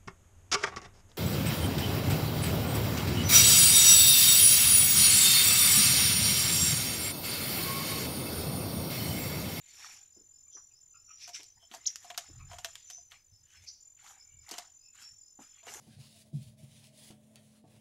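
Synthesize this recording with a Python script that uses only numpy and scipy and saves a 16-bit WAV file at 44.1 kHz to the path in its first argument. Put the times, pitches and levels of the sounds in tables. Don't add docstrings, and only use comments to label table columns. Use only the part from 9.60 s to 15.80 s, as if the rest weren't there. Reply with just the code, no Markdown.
import sys
import numpy as np
from scipy import signal
from scipy.fft import rfft, irfft, next_fast_len
from scipy.io import wavfile
from scipy.ndimage import uniform_filter1d, map_coordinates

SR = 44100
rng = np.random.default_rng(int(sys.argv[2]) if len(sys.argv) > 2 else 0)


def file_out(sig):
    cols = np.atleast_2d(sig).T
    lim = np.clip(cols, -1, 1)
    pcm = np.round(lim * 32767).astype(np.int16)
    wavfile.write(sys.argv[1], SR, pcm)


N = 273420
TIME = np.arange(N) / SR
TOP_HZ = 15720

# pitch_hz [Hz], level_db [dB]
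AIR_SPECTRUM = [(20, 1), (90, -9), (200, -12.5), (500, -16.5), (1500, -23.5), (3500, -22), (5000, -21.5),
                (8000, -21), (13000, -21.5), (15700, -24.5)]
# pitch_hz [Hz], t60_s [s]
FOLIAGE_DECAY = [(200, 0.55), (1500, 0.24), (6000, 0.52), (14000, 0.14)]

# start_s [s], end_s [s], level_db [dB]
TRILL_FALTERS = [(1.11, 1.2, -4), (1.58, 2.206, -3.5), (3.44, 4.19, -6.5)]
FALTER_SKIP_DB = -9.5
NEAR_CHIRP_S, EARLY_CHIRP_S, SLOWS_AT_S = .2146, .205, 1.4
FAR_CHIRP_S, FAR_FIRST_S = .2035, .145
CHIRP_HALF_S, CHIRP_SCATTER_DB = 0.034, 2.5
LULL_S, LULL_HALF_S, LULL_DB = 4.3, 0.22, -20
CHIRP_RISE_HZ_PER_S = 450

# centre_s [s], level_db [dB], pitch_hz [Hz], half_length_s [s, to 1/e], half_bandwidth_hz [Hz]
BUSH_CALLS_HEARD = [(.2, -55.5, 5600, 0.11, 253), (0.409, -74, 790, 0.03, 39.7),
                    (.881, -77, 1173, 0.017, 40.7), (0.957, -49, 5920, 0.029, 252),
                    (0.935, -71.5, 3470, 0.022, 402), (1.119, -75.5, 2650, 0.013, 200),
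                    (1.358, -60, 1304, 0.014, 90), (1.506, -59, 1305, 0.017, 108),
                    (1.528, -70.5, 2520, 0.027, 700), (1.524, -55.5, 5760, 0.062, 174),
                    (1.638, -48, 5660, 0.03, 570), (1.752, -42, 5600, 0.015, 525),
                    (1.978, -67.5, 890, 0.0084, 92), (2.031, -66.5, 3200, 0.026, 160),
                    (2.815, -58.5, 1195, .022, 117), (3.338, -50, 6090, .073, 146),
                    (3.952, -66, 1630, 0.023, 156), (4.012, -71.5, 2110, 0.072, 143),
                    (4.089, -43, 5380, 0.015, 730), (4.663, -75, 2274, 0.36, 58),
                    (4.733, -73, 2840, .022, 100), (5.285, -73.5, 2610, 0.055, 89),
                    (5.471, -55, 5443, 0.052, 89.5), (5.964, -74, 3340, 0.061, 120)]
# time_s [s], pitch_hz [Hz], level_db [dB]
CHIP_PATH = [(2.255, 2800, -51.5), (2.261, 4290, -37.5), (2.2645, 5860, -28.5), (2.268, 6870, -24.5),
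             (2.2697, 6480, -30.5), (2.273, 5730, -17), (2.276, 5740, -23.5), (2.279, 4570, -42),
             (2.283, 2550, -46.5)]

# peak_s [s], level_db [dB], build_up_s [s]
ROOT_TUGS = [(1.97, -66, .025), (2.82, -46.5, 0.095), (3.73, -56.5, 0.013), (3.82, -65.5, 0.034),
             (4.013, -60, 0.03), (4.77, -61.5, 0.065), (5.53, -63, 0.017), (6.1, -69, 0.054)]
RELAX_SHARE, RUMBLE_DB = 1.2, -77
# start_s [s], level_db [dB], centre_hz [Hz]
GROUND_THUDS = [(0.239, -58, 1110), (0.562, -57, 314), (0.607, -66, 315), (0.949, -62.5, 343),
                (0.968, -57.5, 1180), (1.793, -61.5, 370), (1.794, -63, 830), (2.111, -60.5, 241),
                (2.171, -69, 324), (2.686, -57, 313), (4.913, -50, 368), (4.98, -68, 330),
                (5.788, -51.5, 250), (5.789, -54, 820), (6.067, -53, 417), (6.105, -61, 235),
                (6.154, -55.5, 402)]
# pitch_hz [Hz], level_db [dB]
SOIL_SPECTRUM = [(15, -17), (29, 0), (42, -5.5), (62, 0), (85, 7.5), (103, 1), (130, 0), (170, -15),
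                 (400, -34.5), (900, -53)]
# pitch_ratio [times its centre pitch], level_db [dB]
CLOD_SPECTRUM = [(.3, -28), (.65, -4.5), (1, 5), (1.35, -2.5), (2.2, -17.5), (8, -49), (20, -57)]

# peak_s [s], rustle_db [dB], dry_treble_db [dB], build_up_s [s], lowest_leaf_resonance_hz [Hz]
HAND_STROKES = [(.11, -61.5, -66.5, 0.076, 2070), (.2, -57.5, -58, 0.083, 1870),
                (0.252, -50, -56, 0.056, 900), (.34, -57, -58, 0.053, 2100), (1.642, -53, -60, 0.042, 2100),
                (1.758, -44, -53.5, 0.019, 2120), (2.04, -78, -71, 0.039, 700),
                (2.148, -56, -55.5, 0.032, 1050), (2.31, -61, -63.5, 0.074, 1760),
                (2.46, -61, -60, 0.065, 850), (2.65, -61.5, -66.5, 0.12, 644), (2.81, -68, -89, 0.051, 645),
                (2.942, -53.5, -62, 0.043, 686), (3.09, -63.5, -60.5, 0.094, 890),
                (3.2, -61, -77, 0.075, 2460), (3.33, -66, -67, 0.058, 1960),
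                (3.523, -58.5, -62.5, .015, 1080), (3.948, -66, -68, 0.083, 1390),
                (4.05, -64.5, -64, 0.047, 2060), (4.404, -62.5, -78, .025, 1310),
                (4.49, -53.5, -57, .05, 700), (4.72, -78, -89, 0.088, 1280),
                (4.922, -51.5, -59, 0.056, 1020), (4.988, -52, -58.5, 0.036, 590),
                (5.352, -59.5, -62.5, 0.012, 1230), (5.418, -55.5, -58.5, 0.041, 1290),
                (5.832, -62.5, -61, 0.032, 1190), (5.98, -68.5, -74, 0.063, 1250),
                (6.085, -50, -55, 0.026, 590), (6.159, -51.5, -47, 0.063, 537)]
SETTLE_S, SETTLE_SHARE = 0.028, 0.48
# pitch_hz [Hz], level_db [dB]
LEAF_SPECTRUM = [(120, -32), (250, -30), (500, -52), (720, 3.5), (1050, -2.5), (1550, 0.5), (2200, 4),
                 (3500, 3), (5000, -2), (7500, 1), (12000, -25.5)]
# pitch_hz [Hz], level_db [dB]
CRISP_SPECTRUM = [(2500, -8.5), (4500, -21), (6000, 7.5), (7500, 2), (9000, -9), (10500, -2.5), (12000, -4),
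                  (13500, -12), (14800, -46), (15700, -53)]

# start_s [s], level_db [dB], blade_knock_db [dB], woody_body_db [dB], crumbling_grit_db [dB]
BLADE_AND_STEM_HITS = [(1.677, -32.5, -7.5, -14.5, -6), (1.691, -37, -7, -18, -1.5),
                       (1.832, -32, -32, -32, -11), (2.026, -57, 1.5, -28, -12), (2.114, -52.5, 2, -5, 1),
                       (2.138, -36, 1, -12, -5.5), (2.146, -37, -3.5, -43, 1),
                       (2.358, -24, -60, -18.5, -12.5), (2.445, -42.5, 0, -20, -7),
                       (2.502, -33.5, 0.5, -9.5, -4.5), (2.545, -48.5, -4.5, -4, -3.5),
                       (2.5767, -17, -17, -16, -6), (2.913, -49, 10.5, -7, -12),
                       (2.932, -40, 1.5, -12.5, -7), (2.985, -35, -3, -16, -1.5),
                       (3.046, -21.5, -10, -12.5, -7), (3.1549, -26.5, -47, -12, -15),
                       (3.301, -33, -17, -18.5, -2.5), (3.379, -60, 6.5, -21, -18),
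                       (3.519, -49, -9, -2.5, -3.5), (4.891, -29.5, -17.5, -30, -11),
                       (4.912, -28, -13, -19.5, -1.5), (4.938, -36, -5, -15, -1),
                       (4.982, -28, -4, -18.5, -3.5), (6.03, -66, 16.5, -6.5, 6),
                       (6.069, -35, -5.5, -14.5, -13), (6.107, -41, -13, -17, -5)]
# pitch_hz [Hz], level_db [dB], t60_s [s]
BLADE_MODES = [(707, -5, 0.1), (773, -7, 0.015), (953.5, -6, 0.039), (1038, -3, 0.027), (1554, -9.5, 0.023),
               (3174, -13, 0.033), (4110, -9.5, 0.019), (4830, -31, 0.053), (6360, -6.5, 0.024)]
# pitch_hz [Hz], level_db [dB]
CRACK_SPECTRUM = [(800, -54), (2500, -8.5), (4500, 3.5), (6200, 3), (8000, -2.5), (10500, -11),
                  (12000, -6.5), (14000, -25), (15500, -89)]
# pitch_hz [Hz], level_db [dB]
WOODY_SPECTRUM = [(200, -58), (480, -14), (750, -26.5), (1200, -7.5), (2200, -3), (3300, 0.5), (4500, -3.5),
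                  (7000, -31.5)]


def amp(db):
    return 10 ** (np.asarray(db) / 20)


def unit(x):
    return x / np.sqrt(np.mean(x ** 2) + 1e-20)


def along(points, hz):
    f, v = np.transpose(points)
    return np.interp(np.log(hz + 1), np.log(f + 1), v)


def curves(rows):
    s, *cols = np.transpose(rows)
    return [np.interp(TIME, s, c) for c in cols]


def wobble(rate):
    return map_coordinates(rng.standard_normal(2048), [TIME * rate], mode="wrap")


def filtered(x, response):
    m = next_fast_len(len(x) + 8192)
    return irfft(rfft(x, m) * response(np.fft.rfftfreq(m, 1 / SR)), m)[:len(x)]


def coloured(x, spectrum):
    return unit(filtered(x, lambda hz: amp(along(spectrum, hz))))


def noise(spectrum):
    return coloured(rng.standard_normal(N), spectrum)


def causal(x, spectrum):
    m = next_fast_len(2 * len(x), real=True)
    gain = unit(amp(along(spectrum, np.fft.rfftfreq(m, 1 / SR))))
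    cepstrum = irfft(np.log(gain), m)
    fold = 1 + np.sign(m / 2 - np.arange(m)) * (np.arange(m) > 0)
    return irfft(rfft(x, m) * np.exp(rfft(cepstrum * fold)), m)[:len(x)]


def fade(t, t60):
    return np.exp(-np.log(1000) * t / t60)


def swell(s, rise, fall):
    t = TIME - s
    building = (np.minimum(t, 0) / rise) ** 2
    dying = np.maximum(t, 0) / fall
    return np.exp(-np.minimum(building + dying, 20))


def add(track, s, sound):
    start = max(round(s * SR), 0)
    track[start:start + len(sound)] += sound[:max(N - start, 0)]


def scattered(x, life):
    hz, t, z = signal.stft(rng.standard_normal(SR // 2), SR, nperseg=256)
    t60 = life * along(FOLIAGE_DECAY, hz)[:, None]
    tail = signal.istft(z * fade(t, t60), SR, nperseg=256)[1]
    return signal.fftconvolve(x, tail / np.linalg.norm(tail))[:len(x)]


def crackle(rate, spread_db):
    sizes = rng.standard_normal(N) * amp(spread_db * np.minimum(rng.exponential(size=N), 4))
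    return unit(sizes * (rng.random(N) < rate / SR))


def still_air(level_db=-77):
    return amp(level_db) * noise(AIR_SPECTRUM)


def wing_strokes(cycles, centre, width):
    u = ((cycles - centre + .5) % 1 - .5) / width
    return np.cos(np.pi * np.clip(u, -.5, .5)) ** 2


def wing_tone(hz, drift_hz, drift_rate):
    return np.sqrt(2) * np.sin(2 * np.pi * np.cumsum(hz + drift_hz * wobble(drift_rate)) / SR)


def low_trill(level_db=-69):
    quick = .15 + wing_strokes(53 * TIME + .25 * wobble(14), 0, .9)
    tone = wing_tone(hz=6143, drift_hz=22.7, drift_rate=100)
    return amp(level_db) * unit(quick * amp(2.8 * wobble(25)) * tone)


def chirp_train(times, hz, drift_hz, drift_rate):
    lull = LULL_DB * np.exp(-((times - LULL_S) / LULL_HALF_S) ** 2)
    db = CHIRP_SCATTER_DB * rng.standard_normal(len(times)) + lull
    nearest = np.searchsorted((times[1:] + times[:-1]) / 2, TIME)
    t = TIME - times[nearest]
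    buzz = .3 + wing_strokes(80 * TIME + .3 * wobble(12), 0, .9)
    tone = unit(buzz * wing_tone(hz + CHIRP_RISE_HZ_PER_S * t, drift_hz, drift_rate))
    return amp(db)[nearest] * np.exp(-(t / CHIRP_HALF_S) ** 2) * tone


def chirps(near_db=-64.5, far_db=-73, flutter_db=3):
    beats = np.arange(-6, 24)
    near_times = SLOWS_AT_S + beats * np.where(beats < 0, EARLY_CHIRP_S, NEAR_CHIRP_S)
    far_times = np.arange(FAR_FIRST_S, N / SR, FAR_CHIRP_S)
    near = chirp_train(near_times, hz=5275, drift_hz=68, drift_rate=260)
    far = chirp_train(far_times, hz=5070, drift_hz=61, drift_rate=480)
    return amp(near_db + flutter_db * wobble(40)) * near + amp(far_db) * far


def high_trill(level_db=-61.0, wander_db=-0.5, stroke_db=1.67):
    pairs = 21.35 * TIME + .05 * wobble(5)
    paired = wing_strokes(pairs, .35, .46) + wing_strokes(pairs, .93, .42)
    skipped = np.floor(pairs + .35) % 2
    falter = np.zeros(N)
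    for start, end, db in TRILL_FALTERS:
        falter += ((TIME > start) & (TIME < end)) * (db + FALTER_SKIP_DB * skipped)
    song = unit(paired * amp(stroke_db * wobble(30)) * wing_tone(hz=7088, drift_hz=28, drift_rate=130))
    return amp(level_db + wander_db * wobble(4) + uniform_filter1d(falter, size=256)) * song


def crickets(echo_db=-10, close_echo_db=-18):
    close, hidden = high_trill(), low_trill() + chirps()
    return close + hidden + scattered(amp(close_echo_db) * close + amp(echo_db) * hidden, life=0.5)


def bush_birds(level_db=-1, overtone_db=-4, throat_hz=3000, echo_db=-6):
    out, t = np.zeros(N), np.arange(SR // 2) / SR
    from_centre = t - t.mean()
    for s, db, hz, length, width in BUSH_CALLS_HEARD:
        line = lambda f: 1 / np.sqrt(1 + ((f - hz) / width) ** 6)
        octave = amp(overtone_db) / (1 + (2 * hz / throat_hz) ** 6)
        band = unit(filtered(rng.standard_normal(len(t)), lambda f: line(f) + octave * line(f / 2)))
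        add(out, s - t.mean(), amp(db + level_db) * band * np.exp(-(from_centre / length) ** 2))
    return out + amp(echo_db) * scattered(out, life=0.82)


def close_bird(chip_db=0, overtone_db=-36, rasp=0.48, near_db=-9, far_db=-22):
    hz, db = curves(CHIP_PATH)
    phase = 2 * np.pi * np.cumsum(hz) / SR
    tone = np.sin(phase) + amp(overtone_db) * np.sin(2 * phase)
    voice = tone * (1 + rasp * wobble(1800))
    sounding = (TIME > CHIP_PATH[0][0]) * (TIME < CHIP_PATH[-1][0])
    chip = amp(db + chip_db) * sounding * voice
    return chip + amp(near_db) * scattered(chip, life=0.24) + amp(far_db) * scattered(chip, life=0.95)


def soil(heave_db=-2, thud_db=0, thud_t60=0.14):
    power = np.full(N, amp(RUMBLE_DB) ** 2)
    for s, db, rise in ROOT_TUGS:
        power += (amp(db) * swell(s, rise, RELAX_SHARE * rise)) ** 2
    out = amp(heave_db) * np.sqrt(power) * noise(SOIL_SPECTRUM)
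    t = np.arange(SR // 4) / SR
    for s, db, hz in GROUND_THUDS:
        spectrum = [(hz * ratio, level) for ratio, level in CLOD_SPECTRUM]
        puff = causal(rng.standard_normal(len(t)) * fade(t, thud_t60), spectrum)
        add(out, s, amp(db + thud_db) * puff)
    return out


def patchy(x, depth_db, band_size, time_size):
    z = signal.stft(x, nperseg=512)[2]
    across_pitch = uniform_filter1d(rng.standard_normal(z.shape), band_size, 0)
    field = uniform_filter1d(across_pitch, time_size, 1)
    return unit(signal.istft(z * amp(depth_db * unit(field)), nperseg=512)[1][:len(x)])


def leaf_ticks(count, cycles, centre_hz=2200, octaves=0.95, spread_db=3):
    t = np.arange(SR // 100) / SR
    when, size = rng.random((count, 2)).T
    hz = np.clip(centre_hz * 2 ** (octaves * rng.standard_normal((count, 1))), 800, 9000)
    level = amp(-spread_db * np.log(np.maximum(size, .03)))[:, None]
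    ticks = level * np.sin(2 * np.pi * hz * t) * fade(t, 2 * cycles / hz)
    index = (when * N).astype(int)[:, None] + np.arange(len(t))
    return unit(np.bincount(index.ravel(), ticks.ravel(), N)[:N])


def leaf_size(x, hz, bloom=0.75, q=4, upper=2.01, upper_bloom=0.57):
    hz = np.clip(hz, 200, 6000)
    x = signal.sosfilt(signal.butter(3, hz, "high", fs=SR, output="sos"), x)
    band = lambda ratio: signal.lfilter(*signal.iirpeak(ratio * hz, q, fs=SR), x)
    return x + bloom * band(1.16) + upper_bloom * band(upper)


def rustle(body_db=-2.0, crisp_db=-2, flutter_db=1.8, stir_db=-88):
    grains = (crackle(rate=2000, spread_db=3) + rng.standard_normal(N)) * amp(flutter_db * wobble(70))
    rubbing = patchy(coloured(grains, LEAF_SPECTRUM), depth_db=4.5, band_size=3, time_size=11)
    body = .87 * rubbing + .6 * leaf_ticks(count=2400, cycles=12)
    edges = patchy(coloured(grains, CRISP_SPECTRUM), depth_db=2.5, band_size=4, time_size=9)
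    leaves, dry_power = amp(stir_db) * body, np.zeros(N)
    for s, db, dry_db, rise, hz in HAND_STROKES:
        effort = swell(s, rise, SETTLE_S + SETTLE_SHARE * rise)
        shifted = np.roll(body, rng.integers(N))
        leaves += amp(db + body_db) * effort * leaf_size(shifted, hz)
        dry_power += (amp(dry_db) * effort) ** 2
    return leaves + amp(crisp_db) * np.sqrt(dry_power) * edges


def blade_ring(t, detune=0.019, blur_hz=12, attack=0.0042):
    hz, db, t60 = np.transpose(BLADE_MODES)[:, :, None]
    pitch, strength = rng.standard_normal((2, len(BLADE_MODES), 1))
    steps = rng.standard_normal((len(BLADE_MODES), len(t)))
    waver = np.cumsum(steps, axis=1) * np.sqrt(2 * np.pi * blur_hz / SR)
    tones = np.sin(2 * np.pi * hz * (1 + detune * pitch) * t + waver)
    modes = amp(db + 2 * strength) * fade(t, t60) * tones
    return modes.sum(axis=0) * (1 - np.exp(-t / attack))


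def snaps(crack_db=-8, wood_db=6, ring_db=0.5, crack_t60=0.0073, crumble_t60=0.073, grit=0.58):
    out, t = np.zeros(N), np.arange(SR // 4) / SR
    for s, db, knock_db, body_db, crumble_db in BLADE_AND_STEM_HITS:
        fractures = crackle(rate=2600, spread_db=7.0)[:len(t)]
        grains = unit(fractures * grit + rng.standard_normal(len(t)))
        crumbling = amp(crumble_db) * fade(t, crumble_t60) * grains
        burst = fade(t, crack_t60) * rng.standard_normal(len(t)) + crumbling
        crack = amp(crack_db) * causal(burst, CRACK_SPECTRUM)
        wood = amp(body_db + wood_db) * causal(burst, WOODY_SPECTRUM)
        add(out, s, amp(db) * (crack + wood + amp(knock_db + ring_db) * blade_ring(t)))
    return out


def scene(echo_db=-16):
    garden = still_air() + crickets() + bush_birds() + close_bird()
    work = rustle() + snaps()
    work_echo = amp(echo_db) * scattered(work, life=0.81)
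    return (garden + soil() + work + work_echo)[None]


def record(dry):
    return filtered(dry[0], lambda hz: hz < TOP_HZ)[None]


dry = scene()
out = record(dry)
file_out(out)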